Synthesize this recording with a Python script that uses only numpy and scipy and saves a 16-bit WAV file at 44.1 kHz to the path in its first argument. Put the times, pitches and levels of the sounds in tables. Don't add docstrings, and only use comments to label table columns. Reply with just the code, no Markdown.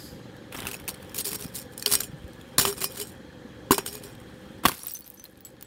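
import sys
import numpy as np
from scipy import signal
from scipy.fft import rfft, irfft, next_fast_len
from scipy.io import wavfile
from scipy.ndimage import uniform_filter1d, map_coordinates

SR = 44100
rng = np.random.default_rng(int(sys.argv[2]) if len(sys.argv) > 2 else 0)


def persist_wave(psi):
    counts = np.round(np.clip(psi, -1, 1) * 32767).astype(np.int16)
    wavfile.write(sys.argv[1], SR, np.atleast_2d(counts).T)


N = 249606

# pitch_hz, level_db, ring_s
JAR_NOTES = [(2462, -16, .14), (3020, -6, .02), (4035, -17, .11), (5058, -13, .11), (5547, -9, .14),
             (5790, -21, .11), (6765, -13, .06), (6900, -12, .1), (7190, -8, .07), (7652, -16, .08),
             (8428, -4, .065), (8584, -5, .065), (9060, -16, .06), (9680, -10, .055), (10940, -9, .045),
             (12400, -11, .04), (14420, -10, .04)]
# time_s, pitch_hz
AIR_PITCH = [(0, 410.6), (1.3, 424.8), (1.9, 412.6), (2.6, 400.3), (3.82, 395.6), (3.92, 417),
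             (5.66, 416.5)]
# start_s, level_db, rise_s, hold_s, fall_s, bag_db, air_db
GRINDS = [(.521, -45, .004, .14, .02, 4, -10), (.671, -36, .002, .012, .05, -4, -6),
          (.716, -37, .004, .03, .035, -6, -32), (.881, -33, .003, .022, .018, -10, -35),
          (.79, -56, .03, .33, .05, 2, -4), (1.146, -31, .003, .02, .04, -14, -18),
          (1.182, -23, .008, .026, .016, -17, -22), (1.25, -28, .008, .04, .03, -17, -14.5),
          (1.314, -30, .02, .04, .022, -11, -14), (1.395, -36, .03, .045, .035, -10, -10.5),
          (1.47, -53, .03, .07, .03, -5, -5), (1.552, -31, .02, .022, .06, -24, -22),
          (1.728, -58, .06, .01, -0.05, -7, 5), (1.79, -47, .03, .05, .1, -10, -18),
          (1.861, -28, .002, .005, .04, -4.5, -3), (1.922, -24, .04, .022, .06, -11.5, -15),
          (2.004, -34.5, .01, .008, .03, -4.5, -15), (2.035, -35, .02, .005, .04, -28.5, -14),
          (2.1, -66, .05, .45, .05, 4, -10), (2.583, -17, .001, .01, .06, -8, -25),
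          (2.612, -24, .01, .015, .04, -12, -13), (2.655, -27, .005, .005, .05, -1, -15),
          (2.675, -27, .03, .02, .055, -11, -3), (2.775, -40, .03, .02, .03, -8, -20),
          (2.81, -30, .008, .015, .04, -5.5, -9), (2.84, -27, .03, .01, .03, -28, -15),
          (2.9, -52, .05, .03, .05, -4, -10), (2.968, -39, 0.09, .01, .04, -12, -30),
          (3.0, -32, .03, .02, .022, -14, -5), (3.07, -47, 0.1, .01, .08, -17, -12),
          (3.709, -16, .001, .015, .03, -10, -6), (3.735, -27, .01, .012, .025, -8, -12),
          (3.781, -28, .002, .005, .02, 3, -1), (3.81, -53, .02, .3, .04, -3, -8),
          (3.862, -33, .008, .02, .06, -15, -13.5), (3.93, -41.5, .03, .035, .03, -11, -4),
          (4.036, -41, .005, .02, .015, -17, -4), (4.1, -66, .05, .5, .03, 2, -10),
          (4.638, -46, .004, .012, .01, 9, -5)]
# start_s, level_db, rise_s, hold_s, fall_s, bag_db
CRUSHES = [(4.654, -18, .002, .008, 0.0134, 4), (4.682, -23, .02, .012, 0.01, -10),
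           (4.71, -31, .02, .015, 0.03, -4), (4.76, -42, .05, .06, 0.15, -10.5),
           (4.86, -42, .08, .04, 0.13, -15), (4.93, -45, .03, .03, .045, -24), (5.0, -58, .1, .22, .25, -7),
           (5.24, -52, .01, .025, .02, -8), (5.452, -47, .003, .005, 0.08, -13),
           (5.61, -53, .01, .025, .03, -11)]
# pitch_hz, level_db
SHARD_TONE = [(880, -46), (1500, -23), (1800, -21), (4540, -5), (5020, -6), (6440, -11), (10100, -4),
              (11800, -6), (14600, -5), (16300, -11)]
# pitch_hz, level_db
BAG_TONE = [(250, 5), (600, -2), (1100, 1), (2000, -3), (3500, -2), (6000, -48.5)]
# start_s, level_db, pitch_hz, knock_db
CLINKS = [(0.3658, -41, 3110, -17), (0.5246, -25, 2570, -17), (0.565, -27.5, 5570, -21),
          (0.5733, -26.5, 5650, -17), (0.603, -23, 3780, -19), (0.62, -29, 3120, -23),
          (0.669, -14, 2650, -11), (0.7133, -21, 2620, -25), (0.742, -21, 2590, -25),
          (0.766, -32, 5260, -16), (0.799, -30, 2220, -20), (0.84, -40, 3130, -12),
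          (0.8786, -16, 2590, -31), (0.8898, -20, 4420, -31), (0.9428, -29, 4300, -23),
          (1.0273, -35.5, 9100, -15), (1.047, -42, 3390, -9), (1.0945, -35, 5140, -19),
          (1.1448, -25, 6740, -27), (1.18, -15, 13100, -36), (1.1858, -12.5, 6900, -29),
          (1.246, -21, 10900, -32), (1.2545, -16, 11100, -29), (1.2794, -18.5, 7250, -30),
          (1.3162, -19, 10100, -26), (1.3514, -21, 7540, -31), (1.4094, -22, 10500, -25),
          (1.423, -23, 8490, -20), (1.4636, -30, 5070, -22), (1.4794, -33.5, 5560, -23),
          (1.5539, -20.5, 8500, -31), (1.5874, -24, 14400, -28), (1.6152, -31, 4430, -21),
          (1.7779, -19.5, 10000, -32), (1.796, -22.5, 5100, -22), (1.8245, -16, 4460, -13),
          (1.8607, -2.5, 4390, -27.5), (1.8778, -13.5, 4800, -23), (1.8904, -21.5, 12600, -22.5),
          (1.901, -18, 10800, -22), (1.915, -9.5, 11000, -26.5), (1.924, -6, 10300, -31),
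          (1.936, -4.5, 10000, -15), (1.9525, -2.5, 8410, -23), (2.0055, -10, 12600, -14),
          (2.0334, -19.5, 8480, -29), (2.279, -40.5, 3170, -10), (2.3326, -40, 4270, -10),
          (2.4124, -36, 3390, -17), (2.5817, -1, 9810, -22), (2.5908, -5, 7120, -20),
          (2.611, -10, 7200, -21.5), (2.6519, -6, 3010, -4), (2.6814, -15.5, 8400, -14),
          (2.727, -19.5, 5500, -8), (2.7794, -28, 8600, -14), (2.806, -20, 8200, -16),
          (2.8427, -8.5, 13100, -11), (2.921, -28.5, 13200, -23), (2.9718, -27, 8400, -5),
          (2.9999, -17.5, 8340, -20), (3.071, -31, 8450, -19), (3.0949, -37, 8410, -13),
          (3.1494, -44, 2540, -10), (3.7085, -8.5, 2850, 0), (3.7189, -6, 6900, -14.5),
          (3.7806, -9.5, 8340, -16), (3.8625, -15.5, 8570, -12), (3.929, -25, 13100, -17),
          (3.9524, -21.5, 12700, -12), (4.0334, -35, 8460, -22), (4.151, -38, 3110, -17),
          (4.2005, -39, 2040, -18)]
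# start_s, level_db, pitch_hz, ring_s, thump_db, crack_db
BOOT_BLOWS = [(2.583, -20.5, 1050, 0.023, -26, -12), (2.597, -17.5, 1174, .01, -32, -22),
              (3.708, -4, 1035, .017, -10, -27.5), (3.72, -11, 1413, .0084, -19.5, -9),
              (3.731, -15.5, 1030, 0.0086, -20.5, -18.5), (3.781, -13, 950, 0.0089, -28, -14),
              (4.637, -21.5, 1110, 0.0043, -21, -12), (4.653, -3, 1110, 0.012, -17.5, -15.5),
              (4.658, -9, 706, 0.01, -17.5, -1.5), (4.684, -14, 1500, 0.0074, -20.5, -10),
              (4.695, -16, 1050, 0.0078, -25, -20)]
# start_s, level_db, pitch_hz, ring_s, click_db
SPLINTERS = [(4.703, -36, 11000, 0.067, -5), (4.711, -38, 4500, .03, -11), (4.78, -44, 11300, 0.052, 14),
             (4.812, -45, 5660, 0.14, -3), (4.89, -48, 5620, .15, -3), (4.841, -36, 1100, .012, -20),
             (4.834, -32, 11000, 0.042, 5), (4.85, -34, 10800, 0.027, 1), (4.869, -19.5, 14400, .025, 0),
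             (4.883, -24.5, 8260, 0.015, -7), (4.895, -38, 13300, .03, -4), (4.896, -33, 10900, 0.024, -3),
             (4.91, -34.5, 5630, 0.024, 13), (4.916, -28, 15400, 0.032, -3), (4.92, -32, 8300, 0.02, -10),
             (4.924, -54, 12500, .1, -1), (4.937, -24, 13900, .03, -10), (4.948, -34, 10400, 0.022, 9),
             (4.952, -30, 6110, 0.082, -11), (4.971, -40, 8400, 0.018, 10), (4.99, -35, 15400, .03, 2),
             (5.008, -40, 15300, 0.027, 11), (5.021, -50, 4450, .09, -10), (5.044, -47, 6100, 0.035, 10),
             (5.063, -43, 12400, 0.11, -6), (5.078, -45, 12800, .02, 16),
             (5.102, -38.5, 15700, 0.018, 12.5), (5.125, -64, 14600, 0.042, -1),
             (5.141, -42, 12400, 0.045, 0), (5.176, -48, 6100, 0.092, -7), (5.198, -42, 6110, 0.088, -4),
             (5.197, -48, 14600, 0.024, 15.5), (5.241, -37.5, 15500, .02, 15), (5.254, -38, 4150, 0.028, 5),
             (5.309, -56, 12460, .03, 0), (5.374, -54.5, 12400, .04, -3), (5.407, -43, 15500, 0.038, 10),
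             (5.45, -36, 7840, 0.092, 5.5), (5.45, -39, 12000, .06, -8), (5.611, -45.5, 9000, 0.015, 13),
             (5.626, -30, 15100, 0.019, 2.5), (5.65, -50, 7870, 0.072, 1)]
# start_s, level_db, pitch_hz, ring_s
BUMPS = [(1.455, -13, 164, 0.021), (2.095, -19, 129, 0.038), (2.132, -18.5, 159, 0.079),
         (2.242, -17, 75.4, 0.053), (3.449, -26, 250, 0.08), (4.502, -33.5, 240, 0.13)]
# pitch_hz, echo_s
ECHO_TIMES = [(300, .2), (3000, 0.076), (14000, 0.071)]
# pitch_hz, level_db
HISS_TONE = [(2500, -18), (4000, -4), (5000, 7), (5600, -7), (7400, -4), (9500, -8), (11500, -4.5),
             (14000, -7), (16000, -14.5)]
# time_s, rate_hz
FIRING_RATE = [(0, 23.4), (3.6, 23.4), (3.95, 24.1), (5.66, 24.2)]
# multiple (of the firing rate), level_db (compared with the town's hum)
ENGINE_NOTES = [(3, -17.5), (4, -25), (5, -11.5), (6, -15.5), (7, -22), (8, -12.5), (9, -26.5), (10, -14.5),
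                (11, -16), (12, -20), (13, -13.5), (14, -21.5), (17, -22.5), (21, -17), (22, -27)]
# pitch_hz, level_db
TOWN_TONE = [(12, -53), (20, -22), (48, 0), (124, -2.5), (312, -5), (437, -10), (518, -5), (666, -21),
             (788, -14), (959, -19), (1780, -21), (3390, -29.5), (3690, -28), (14200, -43.5), (16300, -59)]
# pitch_hz, width_hz, boost_db
TOWN_BANDS = [(528, 84, 2.5), (792, 16, 5.5), (1706, 330, 7), (3260, 350, 10.5), (4140, 400, 5.5),
              (6660, 260, 4)]

ROLL_END_S, SMASH_S = 1.7, 4.658


def grinding():
    rubs = GRINDS + CRUSHES
    slips = unit(amp(1.5 * wobble(70) + 4.3 * wobble(400)))
    plain_noise = rng.standard_normal(N)

    def rubbed(strength, noise, tone):
        return filtered(slips * strength * noise, tone) / np.std(filtered(plain_noise, tone))

    shards = rubbed(swell(rubs, [-3.7] * len(rubs)), unit(patchy_noise(depth_db=2.5)), tone_of(SHARD_TONE))
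    bag = rubbed(swell(rubs, [row[5] for row in rubs]), rng.standard_normal(N), tone_of(BAG_TONE))
    wall_db = [-13 if row[0] < ROLL_END_S else -5 for row in GRINDS]
    turning = unit(patchy_noise(depth_db=6))
    wall = rubbed(swell(GRINDS, wall_db), turning, ringing(JAR_NOTES))
    unbroken = np.arange(N) < SMASH_S * SR
    return shards + bag + unbroken * (wall + jar_air())


def jar_air():
    hollow = ringing([(408, 0, .045)])
    shake = np.sin(2 * np.pi * np.cumsum(over_time(AIR_PITCH)) / SR + 1.7 * wobble(30))
    strength = swell(GRINDS, [row[6] for row in GRINDS])
    return filtered(strength * shake, hollow) / np.std(filtered(shake, hollow))


def clinks():
    t = np.arange(SR // 3) / SR
    cracks, out = np.zeros(N), np.zeros(N)
    note_hz, note_db, ring_s = np.transpose(JAR_NOTES)[:, :, None]
    shape = fade(t, ring_s=.015) * rise(t, rise_s=.0006)
    for start_s, level_db, pitch_hz, knock_db in CLINKS:
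        add(cracks, start_s, amp(level_db - 7.5) * shape * rng.standard_normal(len(t)))
        loose_shards = sine(t, rng.uniform(2500, 15500, size=(4, 1))).sum(axis=0)
        pings = shape * (.5 * sine(t, pitch_hz) + .22 * loose_shards)
        knock = amp(knock_db) * fade(t, ring_s=.0092) * sine(t, rng.uniform(900, 2000))
        ring_share = .45 if start_s < ROLL_END_S else 1
        strengths = amp(note_db - 27 + rng.normal(0, 3.5, note_hz.shape))
        notes = strengths * fade(t, ring_s * ring_share) * sine(t, note_hz)
        add(out, start_s, amp(level_db) * (pings + knock + notes.sum(axis=0)))
    gritty = tone_of(SHARD_TONE)
    return out + filtered(cracks, gritty) / np.std(filtered(rng.standard_normal(N), gritty))


def stamps():
    t = np.arange(SR // 8) / SR
    out = np.zeros(N)
    sinking_note = sine(t * (1 - 7 * t), pitch_hz=307)
    for start_s, level_db, pitch_hz, ring_s, thump_db, crack_db in BOOT_BLOWS:
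        slap = fade(t, ring_s) * rise(t, rise_s=.00096) * sine(t, pitch_hz)
        thump = amp(thump_db) * fade(t, ring_s=.022) * rise(t, rise_s=.0006) * sinking_note
        crack = amp(crack_db) * fade(t, ring_s=.017) * rng.standard_normal(len(t))
        add(out, start_s, amp(level_db) * (2.2 * slap + 4.15 * thump + crack))
    return out


def splinters():
    t = np.arange(SR // 4) / SR
    out = np.zeros(N)
    for start_s, level_db, pitch_hz, ring_s, click_db in SPLINTERS:
        click = amp(click_db) * fade(t, ring_s=.0014) * np.diff(rng.standard_normal(len(t) + 1))
        note = fade(t, ring_s) * sine(t, pitch_hz)
        add(out, start_s, amp(level_db) * (note + click))
    return out


def crumbs():
    t = np.arange(SR // 50) / SR
    out = np.zeros(N)
    for wait, height, size in rng.random(size=(420, 3)):
        delay_s = .03 - .35 * np.log(1 - wait)
        level_db = -51 - 10 * delay_s + 21 * size ** 3
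        pitch_hz = 3600 * 4.2 ** height
        ring_cycles = 4 + 70 * (size * height) ** 3
        add(out, SMASH_S + delay_s, amp(level_db) * fade(t, ring_cycles / pitch_hz) * sine(t, pitch_hz))
    return out


def bumps():
    t = np.arange(SR // 5) / SR
    out = np.zeros(N)
    for start_s, level_db, pitch_hz, ring_s in BUMPS:
        sinking_note = sine(t * (1 - 3 * t), pitch_hz)
        add(out, start_s, amp(level_db - 6) * fade(t, ring_s) * rise(t, rise_s=.00096) * sinking_note)
    return out


def echo(sound):
    hz, t, spectrum = signal.stft(rng.standard_normal(SR // 3), SR, nperseg=256)
    echo_s = at_pitch(ECHO_TIMES, hz)[:, None]
    tail = signal.istft(spectrum * fade(t, echo_s), SR, nperseg=256)[1]
    delayed = np.pad(sound, (200, 0))
    return signal.fftconvolve(delayed, tail / np.linalg.norm(tail))[:N]


def hiss():
    hold_s, fade_db_per_s = .07, 137
    level_db = -48 - fade_db_per_s * np.maximum(np.arange(N) / SR - hold_s, 0)
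    return amp(level_db) * unit(filtered(patchy_noise(depth_db=1.5), tone_of(HISS_TONE)))


def engine():
    phase = 2 * np.pi * np.cumsum(over_time(FIRING_RATE)) / SR
    out = np.zeros(N)
    for multiple, level_db in ENGINE_NOTES:
        strength = np.sqrt(2) * amp(level_db + 1.5 * wobble(4))
        out += strength * np.cos(multiple * phase + .25 * wobble(3))
    return out


def town_hum():
    def tone(hz):
        boost_db = sum(db / (1 + (2 * (hz - centre) / width) ** 2) for centre, width, db in TOWN_BANDS)
        return amp(at_pitch(TOWN_TONE, hz) + boost_db)

    return amp(-1 + .46 * wobble(3.3)) * unit(filtered(patchy_noise(depth_db=2.07), tone))


def background():
    t = np.arange(N) / SR
    drop_s, return_start_s, return_db_per_s = .12, 5.09, 8.5
    drop_db = 10.5 * np.clip((t - SMASH_S) / drop_s + .5, 0, 1)
    return_db = return_db_per_s * np.maximum(t - return_start_s, 0)
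    return amp(-45 - drop_db + return_db) * (engine() + town_hum())


def swell(rubs, extra_db):
    t = np.arange(N) / SR
    power = np.zeros(N)
    for (start_s, level_db, *lengths), more_db in zip(rubs, extra_db):
        rise_s, hold_s, fall_s = np.maximum(lengths[:3], .001)
        span = slice(round((start_s - 3 * rise_s) * SR), round((start_s + hold_s + 3 * fall_s) * SR))
        age_s = t[span] - start_s
        below_db = 20 * np.maximum(-age_s / rise_s, np.maximum(age_s - hold_s, 0) / fall_s)
        power[span] += amp(level_db + more_db - below_db) ** 2
    return np.sqrt(power)


def amp(db):
    return 10 ** (np.asarray(db) / 20)


def unit(x):
    return x / np.sqrt(np.mean(x ** 2) + 1e-20)


def sine(t, pitch_hz):
    return np.sin(2 * np.pi * pitch_hz * t)


def rise(t, rise_s):
    return 1 - np.exp(-t / rise_s)


def fade(t, ring_s):
    return amp(-60 * t / ring_s)


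def at_pitch(points, hz):
    pitches, values = np.transpose(points)
    return np.interp(np.log(hz + 1), np.log(pitches + 1), values)


def over_time(points):
    return np.interp(np.arange(N) / SR, *np.transpose(points))


def wobble(rate_hz):
    values = rng.standard_normal(int(N * rate_hz / SR) + 4)
    return map_coordinates(values, [np.arange(N) * rate_hz / SR])


def patchy_noise(depth_db):
    spectrum = signal.stft(rng.standard_normal(N), nperseg=256)[2]
    patches = uniform_filter1d(rng.standard_normal(spectrum.shape), size=2, axis=0)
    patches = uniform_filter1d(patches, size=7, axis=1)
    return signal.istft(spectrum * amp(depth_db * unit(patches)), nperseg=256)[1][:N]


def tone_of(points):
    return lambda hz: amp(at_pitch(points, hz))


def ringing(notes):
    return lambda hz: sum(amp(db) * pitch / (pitch ** 2 - hz ** 2 + 1j * hz * np.log(1000) / (np.pi * ring_s))
                          for pitch, db, ring_s in notes)


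def filtered(x, tone):
    size = next_fast_len(len(x) + SR // 2)
    return irfft(rfft(x, size) * tone(np.fft.rfftfreq(size, 1 / SR)), size)[:len(x)]


def add(track, start_s, sound):
    part = track[round(start_s * SR):][:len(sound)]
    part += sound[:len(part)]


def scene():
    near = grinding() + clinks() + stamps() + splinters() + crumbs()
    return (near + amp(-21.5) * echo(near) + hiss() + bumps() + background())[None]


def record(dry):
    bass_hz, treble_hz, peak_limit = 36, 15750, .72
    x = filtered(dry[0], lambda hz: (1j * hz / (bass_hz + 1j * hz)) ** 3)
    x = x + amp(-75.5) * rng.standard_normal(N)
    x = x / (1 + np.abs(x / peak_limit) ** 4) ** (1 / 4)
    treble_cut = lambda hz: amp(-np.clip((hz - treble_hz) / 8, 0, 35)) * (hz < treble_hz + 1050)
    return filtered(x, treble_cut)[None]


dry = scene()
out = record(dry)
persist_wave(out)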